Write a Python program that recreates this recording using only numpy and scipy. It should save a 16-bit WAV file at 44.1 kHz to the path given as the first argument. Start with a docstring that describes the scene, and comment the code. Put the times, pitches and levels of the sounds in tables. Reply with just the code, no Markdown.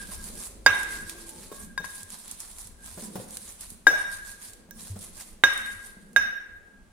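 """A stone pestle grinds moist spice paste in a stone mortar on a kitchen table, close to two microphone ports.
At first a ring of the bowl fades over a faint hiss; friction makes the paste rasp, grit snaps and the
table thuds and rumbles. Around the first second a low hum passes and the pestle knocks on bare stone:
the bowl rings, and faint treble distortion tones follow the ring. Strokes and scattered knocks go on,
echoed by the hard kitchen walls, until a last knock just after six seconds dies away into the rumble."""
import sys
import numpy as np
from scipy import signal
from scipy.fft import rfft, irfft, next_fast_len
from scipy.io import wavfile
from scipy.ndimage import uniform_filter1d, map_coordinates

SR = 44100
rng = np.random.default_rng(int(sys.argv[2]) if len(sys.argv) > 2 else 0)


def bounce(signal):
    """Save signal as a 16-bit WAV file at the path given by the first command-line argument."""
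    frames = np.transpose(np.atleast_2d(signal))
    limited = np.clip(frames, -1, 1)
    pcm = np.round(limited * 32767).astype(np.int16)
    wavfile.write(sys.argv[1], SR, pcm)


N = 305168


def amp(db):
    """Amplitude ratio of a level in decibels."""
    return 10 ** (np.asarray(db) / 20)


def unit(x):
    """Normalisation to an rms of 1."""
    return x / np.sqrt(np.mean(x ** 2) + 1e-20)


def along(points, hz):
    """Interpolation of (Hz, value) points on a logarithmic frequency axis."""
    freqs, values = np.transpose(points)
    return np.interp(np.log(hz + 1), np.log(freqs + 1), values)


def wobble(rate):
    """Smooth random modulation through rate knots a second."""
    knots = rng.standard_normal(int(N * rate / SR) + 4)
    return map_coordinates(knots, [np.arange(N) * rate / SR])


def filtered(x, response):
    """Linear filtering: the spectrum is multiplied by a frequency response."""
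    size = next_fast_len(x.shape[-1] + 8192)
    return irfft(rfft(x, size) * response(np.fft.rfftfreq(size, 1 / SR)), size)[..., :x.shape[-1]]


def add(track, start, sound):
    """Superposition of a sound on a track, from start in seconds."""
    part = track[..., round(start * SR):][..., :sound.shape[-1]]
    part += sound[..., :part.shape[-1]]


def swells(peaks, levels, lengths, ends_db=-10, exponent=1.9, release_ratio=0.95):
    """Incoherent addition: the envelope of swells whose powers sum."""
    power, t = np.zeros(N), np.arange(N) / SR
    for peak, db, length in zip(peaks, levels, lengths):
        near = slice(max(0, round((peak - 2 * length) * SR)), round((peak + 2 * length) * SR))
        offset = (t[near] - peak) / (length / 2)
        distance = np.where(offset < 0, -offset, offset / release_ratio)
        power[near] += amp(db + ends_db * distance ** exponent) ** 2
    return np.sqrt(power)


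# Each row: frequency in Hz, correlation between the ports.
COHERENCE = [(30, 0.53), (80, 1), (200, 0.9), (500, 0.4), (2000, 0.42), (8000, 0.034)]

def stereo_noise(spectrum, pair):
    """Partial coherence: two independent noises are coloured and blended into stereo of rms 1."""
    def response(hz):
        angle = np.arccos(np.clip(along(COHERENCE, hz), -1, 1)) / 2
        return amp(along(spectrum, hz)) * [np.cos(angle), np.sin(angle)]
    mid, side = filtered(pair, response)
    return unit(np.array([mid + side, mid - side]))


# Each row: frequency in Hz, relative spectral level in dB.
HISS_SPECTRUM = [(400, -32.5), (600, -1), (2000, -9), (5000, -15.5), (9500, -12.5), (12000, -23),
                 (16300, -28.5)]

def hiss(db=-65.5):
    """Stationary broadband noise forms a faint floor."""
    return amp(db) * stereo_noise(HISS_SPECTRUM, rng.standard_normal((2, N)))


# Each row: frequency in Hz, time of peak in seconds, level in dB, length in seconds.
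HUM_TONES = [(48.4, .8, -52, .8), (95, .8, -60, 1), (339, 1.2, -56.5, 0.45)]

def hum():
    """Phase modulation makes low tones waver as they come and go."""
    t = np.arange(N) / SR
    return sum(swells([peak], [db], [length]) * np.sqrt(2) * np.sin(2 * np.pi * hz * t + .8 * wobble(14))
               for hz, peak, db, length in HUM_TONES)


# Each row: frequency in Hz, reverberation time (60 dB of decay) in seconds.
KITCHEN_T60 = [(300, 0.42), (1600, 0.95), (4000, 0.66), (10000, 0.44)]

def kitchen(x):
    """Reverberation: wall reflections build up, then each frequency decays at its own rate."""
    hz, t, noise = signal.stft(rng.standard_normal((2, SR)), SR, nperseg=256)
    decay = amp(-60 * t / along(KITCHEN_T60, hz)[:, None])
    tail = signal.istft(noise * decay * (1 - np.exp(-t / 0.032)), SR, nperseg=256)[1]
    return signal.fftconvolve(x[None], tail / np.linalg.norm(tail[0]), axes=1)


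# Each row: time in seconds, then levels in dB of the sway, the board and its upper band.
RUMBLE_LEVELS = [(0.0, -50, -60, -56.5), (0.4, -50, -52.5, -56.5), (0.98, -54.5, -57, -55),
                 (1.41, -53.5, -52.5, -56.5), (1.66, -53.5, -55, -61), (2.33, -56.5, -63, -67),
                 (2.93, -55.5, -61.5, -64.5), (3.16, -53, -45, -50.5), (3.49, -55, -64, -63),
                 (4.07, -54, -57, -68.5), (4.57, -57.5, -61.5, -61), (4.87, -54.5, -56.5, -61),
                 (5.72, -55, -61.5, -63), (6.11, -58, -59, -63.5), (6.44, -59, -62, -63),
                 (6.92, -62, -61, -68)]
# Each row of these three: frequency in Hz, relative spectral level in dB.
SWAY_SPECTRUM = [(12, -31), (20, 2), (49, -7), (80, -9.5), (124, -19.5), (140, -26), (180, -51.5),
                 (310, -120)]
BOARD_SPECTRUM = [(76, -43.5), (130, -29.5), (156, -8.5), (210, -4.5), (247, -7), (300, -24), (390, -47.5),
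                  (660, -120)]
UPPER_SPECTRUM = [(250, -35.5), (300, -1), (345, -1.5), (420, -2), (550, -5), (900, -24.5), (1500, -37)]

def table_rumble():
    """Forced vibration: the table sways and its board drones under the working hands."""
    def band(spectrum, levels, waver_db, rate):
        db = np.interp(np.arange(N) / SR, times, levels) + waver_db * wobble(rate)
        return amp(db) * stereo_noise(spectrum, rng.standard_normal((2, N)))
    times, sway_db, board_db, upper_db = np.transpose(RUMBLE_LEVELS)
    sway = band(SWAY_SPECTRUM, sway_db, waver_db=3.3, rate=16)
    board = band(BOARD_SPECTRUM, board_db, waver_db=3.3, rate=13)
    return sway + board + band(UPPER_SPECTRUM, upper_db, waver_db=1.4, rate=11)


# Each row: start in seconds, level in dB, frequency in Hz, cycles to decay by 30 dB.
ARM_PUSHES = [(0.691, -27, 96, 5.3), (1.6, -42, 78, 6.4), (2.029, -35.5, 90, 5.4), (2.274, -50, 72.7, 7.6),
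              (2.649, -38.5, 91.7, 6.6), (2.926, -37, 80.7, 7.1), (3.178, -30, 117, 6.8),
              (3.367, -44, 80.7, 5), (3.668, -39, 65.2, 4.7), (3.89, -43, 89.7, 3.1), (4.149, -51, 56.5, 4),
              (4.479, -44, 101, 7.2), (4.899, -24, 95.6, 11.3), (5.1, -63.5, 44.2, 3.1),
              (5.464, -34, 86, 3.9), (5.752, -35, 91, 4.4), (6.178, -37, 65.7, 5)]

def table_shoves():
    """Damped oscillation: each push of the arms swings the table on its flexing legs."""
    out, t = np.zeros((2, N)), np.arange(SR // 3) / SR
    for start, db, hz, cycles in ARM_PUSHES:
        envelope = amp(db - 30 * t * hz / cycles) * (1 - np.exp(-t / 0.013))
        add(out, start, envelope * np.sin(2 * np.pi * hz * t))
    return out


# Each row: start in seconds, level in dB, frequency in Hz, relative rattle level in dB.
MORTAR_BUMPS = [(0.089, -39, 200, -10), (0.299, -38.5, 223, -19.5), (0.664, -23.5, 497, -4),
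                (1.149, -42.5, 345, -9.5), (1.516, -35, 417, -6), (1.799, -38.5, 185, -4),
                (2.974, -37.5, 175, -2.5), (3.024, -37.5, 220, -8.5), (3.099, -47.5, 188, -10.5),
                (3.155, -30.5, 191, -2.5), (3.199, -30.5, 510, -17), (3.719, -44, 207.6, -15),
                (3.87, -20, 604, -6), (3.909, -29, 573, -3.5), (3.939, -37.5, 610, -8.5),
                (4.689, -46, 187.6, -14.5), (4.759, -45, 207, -18.5), (4.959, -34.5, 198, -8),
                (5.44, -22.5, 558, -8.5), (5.969, -41.5, 201, -21), (6.164, -36, 496, -3)]

def table_thuds():
    """Impact excitation: the rocking mortar bumps the board, which swings with a dull rattle."""
    out, t = np.zeros((2, N)), np.arange(SR // 3) / SR
    rattle_spectrum = [(150, -14.0), (300, -3.5), (600, -0.5), (1300, -13.5), (2500, -22.0)]
    for start, db, hz, rattle_db in MORTAR_BUMPS:
        swing = np.sin(2 * np.pi * hz * t) * amp(-60 * t * hz / 25)  # 60 dB down in 25 cycles
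        noise = stereo_noise(rattle_spectrum, rng.standard_normal((2, len(t))))
        rattle = amp(rattle_db - 60 * t / 0.14) * noise
        add(out, start, amp(db) * (swing + rattle) * (1 - np.exp(-t / 0.00053)))
    return out


# Each row: start in seconds, level in dB, relative body level in dB.
FRACTURES = [(0.0713, -40.5, -18), (0.2413, -30, -27.5), (0.3526, -37.5, -23), (0.663, -27, -19),
             (0.8315, -27.5, -10), (1.0953, -26, -5), (1.292, -33.5, -22), (1.777, -36, -11),
             (2.031, -31.5, -28), (2.1029, -32.5, -21), (2.2792, -35.5, -10), (2.312, -26.5, -32),
             (2.4025, -26.5, -34), (2.4079, -36, -35), (2.584, -32, -13), (2.6713, -35, -18),
             (2.86, -35.5, -17.5), (3.3071, -35, -33), (3.3699, -25, -12.5), (3.609, -29.5, -34),
             (3.703, -32.5, -32.5), (3.869, -29, -20.5), (4.5336, -38.5, -10.5), (4.9902, -37, -19.5),
             (5.1691, -40, -24), (5.439, -25, -19.5), (5.5349, -33.5, -5.5), (5.576, -28, -10),
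             (5.6605, -37, -2), (6.131, -46.5, -21), (6.163, -28, -19)]
# Each row: frequency in Hz, relative spectral level in dB.
BURST_SPECTRUM = [(1500, -29), (3500, -16.5), (6000, -8), (9000, 0), (11500, -5), (12500, -11.5),
                  (16300, -20.5)]

def grit_snaps(rise_s=.0004, t60_s=.014):
    """Brittle fracture: a hard grain gives way with a bright burst, a duller body and a short crumble."""
    out, t = np.zeros((2, N)), np.arange(SR // 16) / SR
    body_spectrum = [(600, -36.5), (1100, -3.5), (4200, -3), (6500, -19.5)]
    crumble = amp(-17 - 60 * t / 0.14)
    envelope = (amp(-60 * t / t60_s) + crumble) * (1 - np.exp(-t / rise_s))
    for start, db, body_db in FRACTURES:
        burst = stereo_noise(BURST_SPECTRUM, rng.standard_normal((2, len(t))))
        body = stereo_noise(body_spectrum, rng.standard_normal((2, len(t))))
        add(out, start, amp(db) * (burst + amp(body_db) * body) * envelope)
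    return out * amp([[-1.5], [1.5]])  # louder on the right


# Each row: frequency in Hz, level in dB relative to the main ring.
DISTORTION_TONES = [(7467, -52), (8091, -54), (9405, -39), (10050, -45), (10710, -50), (11360, -49),
                    (12650, -48), (13290, -39), (13940, -43), (14600, -46), (15255, -46)]

def distortion_tones(knocks):
    """Amplitude modulation: faint treble distortion tones follow the envelope of loud rings."""
    main_ring = filtered(knocks, lambda hz: np.exp(-((hz - RING_TONES_HZ[0]) / 150) ** 2))
    t = np.arange(N) / SR
    tones = sum(amp(db) * np.sin(2 * np.pi * (hz * t + rng.random())) for hz, db in DISTORTION_TONES)
    return np.abs(signal.hilbert(main_ring)) * tones


# Each row: time of peak in seconds, level in dB, length in seconds, frequency in Hz.
RING_SWELLS = [(0, -41, 0.16, 1618), (0.113, -50.5, .08, 1614), (0.215, -52, 0.11, 1620),
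               (0.41, -57.5, 0.13, 1630), (1.38, -54, 0.19, 882), (1.573, -54, 0.13, 1100),
               (1.598, -54, .14, 1630), (1.713, -57, 0.11, 1615), (2.832, -54, 0.12, 1607),
               (3.043, -64, 0.15, 1656), (3.073, -54, .06, 1000), (5.194, -56.5, 0.054, 1624)]

def bowl_resonance(half_width_hz=31):
    """Narrow-band resonance: the bowl's ring fades at the opening, then swells faintly; a few dragging strokes
    add faint narrow tones near 1 kHz."""
    t = np.arange(N) / SR
    slow = filtered(rng.standard_normal((2, 2, N)), lambda hz: 1 / (1 + (hz / half_width_hz) ** 2))
    in_phase, quadrature = unit(slow)
    out = np.zeros((2, N))
    for peak, db, length, hz in RING_SWELLS:
        band = in_phase * np.cos(2 * np.pi * hz * t) + quadrature * np.sin(2 * np.pi * hz * t)
        out += swells([peak], [db], [length]) * band
    return out


# Each entry: frequency in Hz of a tone heard in each knock's ring.
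RING_TONES_HZ = [1624, 2270, 2615, 3708, 5515, 6130]
# Each row, one per ring tone: relative level in dB, 60 dB decay time in seconds.
RING_DECAYS = [(-2.5, 0.11), (-30, 0.14), (-39, .1), (-13, 0.072), (-29.5, 0.35), (-23, 0.15)]
# Brief high tones at a knock's start. Each row: frequency in Hz, level in dB, 60 dB decay in seconds.
SHORT_HIGH_TONES = [(4850, 0, .035), (6840, -6, .03)]
# Air and paste in the bowl: frequency in Hz, 60 dB decay time in seconds.
CAVITY_MODE = (1050, .04)
# Each row: frequency in Hz, relative spectral level in dB.
CONTACT_SPECTRUM = [(200, -16.5), (450, -11.5), (700, -4.5), (1100, 5), (1900, 4), (2800, 4), (3400, -10.5),
                    (4200, -14.5), (8000, -24.5), (16000, -33.5)]
# Each row: start in seconds, level in dB, then gains in dB of the fourth ring tone, top two ring tones, # brief
# high tones, click, crack and cavity, and last the pan to the left in dB.
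BLOWS = [(0.6622, -2, -2, -4, -6, -28, 3.5, -14.5, -6.5), (0.676, -24, 10.5, 0, -19, -20.5, 8.5, -9, 2.5),
         (1.5249, -52, 13.5, 20, -7, 11, 1, 12, -3.5), (1.7771, -20.5, 3.5, 0.5, -9, -41, -8, -8.5, 4.5),
         (1.8433, -36.5, 6, 16, -1.5, -15.5, 7.5, 2, 6), (3.8684, -2, -1.5, 1, -29, -36, -4.5, -21.5, 4.5),
         (4.7091, -42, -5, 14.5, -20.5, 18, -25, -28.5, -5.5),
         (5.437, -3, 7, 0.5, -28, -32.5, -2, -24.5, -5),
         (6.1621, -4.5, -2.5, -2.5, -52.5, -28.5, -4.5, -46, -8)]

def pestle_knocks(rise_s=0.0004):
    """Damped free vibration: stone strikes stone with a click and a crack, and the ring decays."""
    out, t = np.zeros((2, N)), np.arange(SR // 3) / SR
    rim_shadow = lambda hz: amp(along([(1700, 3), (2500, -6), (6000, -3.5), (12000, -7)], hz))
    def tone(hz, db, t60):
        drift = (hz / 13000) ** 3 * np.cumsum(rng.standard_normal(len(t)))  # blurs the high tones
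        return amp(db - 60 * t / t60) * np.sin(2 * np.pi * hz * t + drift)
    for start, db, fourth_db, top_db, short_high_db, click_db, crack_db, cavity_db, pan_db in BLOWS:
        short_high = sum(tone(hz, level + short_high_db, t60) for hz, level, t60 in SHORT_HIGH_TONES)
        ring = tone(CAVITY_MODE[0], cavity_db, CAVITY_MODE[1])
        gains = [0, 0, 0, fourth_db, top_db, top_db]  # each blow has its own timbre
        for hz, (level, t60), gain_db in zip(RING_TONES_HZ, RING_DECAYS, gains):
            ring += tone(hz, level + gain_db, t60)
        contact = unit(filtered(rng.standard_normal(len(t)), lambda hz: amp(along(CONTACT_SPECTRUM, hz))))
        crack = amp(crack_db) * contact * (amp(-60 * t / 0.0079) + amp(-21.5 - 60 * t / 0.18))
        click = amp(click_db - 60 * t / 0.0074) * unit(np.diff(rng.standard_normal(len(t) + 1)))
        attack = amp(db) * (1 - np.exp(-t / rise_s))
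        blow = attack * (ring + crack + click + short_high)
        left = filtered(np.roll(blow, 3), rim_shadow)  # this port is farther off, behind the rim
        add(out, start, np.array([left * amp(pan_db / 2), blow * amp(-pan_db / 2)]))
        add(out, start, amp(-9.5) * kitchen(attack * (ring + crack + click)))  # the brief high tones stay dry
    return out


def paste_lumps(x, depth_db):
    """Spectral modulation: lumps of paste vary the gain in patches of frequency and time."""
    spectrum = signal.stft(x, nperseg=256)[2]
    patches = uniform_filter1d(rng.standard_normal(spectrum.shape[1:]), size=7, axis=0)
    patches = uniform_filter1d(patches, size=9, axis=1)
    return signal.istft(spectrum * amp(depth_db * unit(patches)), nperseg=256)[1][:, :N]


# Each row: frequency in Hz, relative spectral level in dB.
RUB_SPECTRUM = [(350, -33), (600, -13.5), (859, -11.5), (1010, -9.5), (1370, -14.5), (2940, -14),
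                (3820, -9.5), (5950, -9.5), (9510, 0), (11200, -4), (12200, -13), (15200, -15),
                (16300, -39.5)]
# Each row: frequency in Hz, left minus right level in dB.
RUB_BALANCE = [(60, -6), (110, -5.5), (200, -3), (380, 0.5), (700, -2.5), (1290, -2.5), (2380, -1.5),
               (4400, -1), (8120, -4), (15000, 0.5)]
# Each row: time of most pressure in seconds, level in dB, length in seconds, coarseness in dB.
PESTLE_STROKES = [(0.019, -48, 0.18, 3.5), (.135, -38, 0.11, 0.5), (.27, -41.5, 0.16, 0),
                  (0.43, -39, 0.16, -0.5), (0.774, -43, 0.17, 4), (0.934, -41.5, 0.13, 4.5),
                  (1.004, -46.5, 0.12, -2), (1.103, -45, 0.09, 3), (1.207, -46, 0.095, 3.5),
                  (1.291, -47, 0.11, 2), (1.423, -46, 0.17, 2), (1.552, -43, 0.07, 1.5),
                  (1.629, -41.5, 0.072, -3), (1.853, -40.5, 0.029, 5), (1.953, -41, 0.15, -1.5),
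                  (2.133, -41, 0.078, 3), (2.202, -45, 0.071, 0), (2.308, -42.5, 0.11, 2.5),
                  (2.428, -44, .1, 2), (2.504, -46, 0.11, -1.5), (2.615, -43.5, 0.14, -1.5),
                  (2.901, -45, 0.17, 2.5), (3.028, -40.5, 0.12, -1), (3.191, -45, .14, 2),
                  (3.34, -41.5, 0.095, 0), (3.479, -42.5, 0.16, -1.5), (3.63, -42, 0.08, 1.5),
                  (3.71, -47, 0.11, -8.5), (3.901, -48.5, 0.045, -2), (4, -45, 0.17, 2),
                  (4.139, -41, 0.097, 1.5), (4.297, -41.5, 0.12, 0), (4.455, -43, 0.12, 1),
                  (4.858, -43, 0.16, 1.5), (5.036, -43.5, .12, 0.5), (5.195, -43.5, 0.11, 2),
                  (5.28, -49.5, 0.12, -6.5), (5.542, -46.5, 0.16, -5), (5.694, -45, 0.18, 0),
                  (5.859, -49, 0.13, 1), (6.025, -65, 0.33, 0)]

def grinding(grains_per_s=1500, flutter_db=1.6):
    """Friction noise: paste sheared on rough stone gives a grainy hiss that grows with pressure."""
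    peaks, db, lengths, coarse_db = np.transpose(PESTLE_STROKES)
    grains = (rng.random((2, N)) < grains_per_s / SR) * rng.standard_normal((2, N))
    friction = paste_lumps(rng.standard_normal((2, N)) + 1.2 * unit(grains), depth_db=2)
    balance = lambda hz: amp(np.outer([.5, -.5], along(RUB_BALANCE, hz)))
    rub = filtered(stereo_noise(RUB_SPECTRUM, friction), balance)
    dull = filtered(rub, lambda hz: 1 / (1 + (hz / 6500) ** 6))
    fine = swells(peaks, db, lengths) * (rub - dull)
    coarse = swells(peaks, db + coarse_db, lengths) * dull  # coarser lumps raise the lower band
    return amp(flutter_db * wobble(40)) * (fine + coarse)


def scene():
    """Superposition of direct and reverberant sound at the two ports."""
    knocks = pestle_knocks()
    work = grinding() + grit_snaps() + table_thuds()
    background = hiss()
    distortion = distortion_tones(knocks)
    ring = bowl_resonance()
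    room = amp(-6.5) * kitchen(work.mean(0))[:, :N]
    return background + room + table_shoves() + table_rumble() + hum() + distortion + ring + knocks + work


def record(dry, ceiling=.95, top_hz=16300):
    """Soft saturation rounds the loudest peaks; a low-pass filter limits the band."""
    saturated = dry / (1 + np.abs(dry / ceiling) ** 6) ** (1 / 6)
    return filtered(saturated, lambda hz: hz < top_hz)


dry = scene()
out = record(dry)
bounce(out)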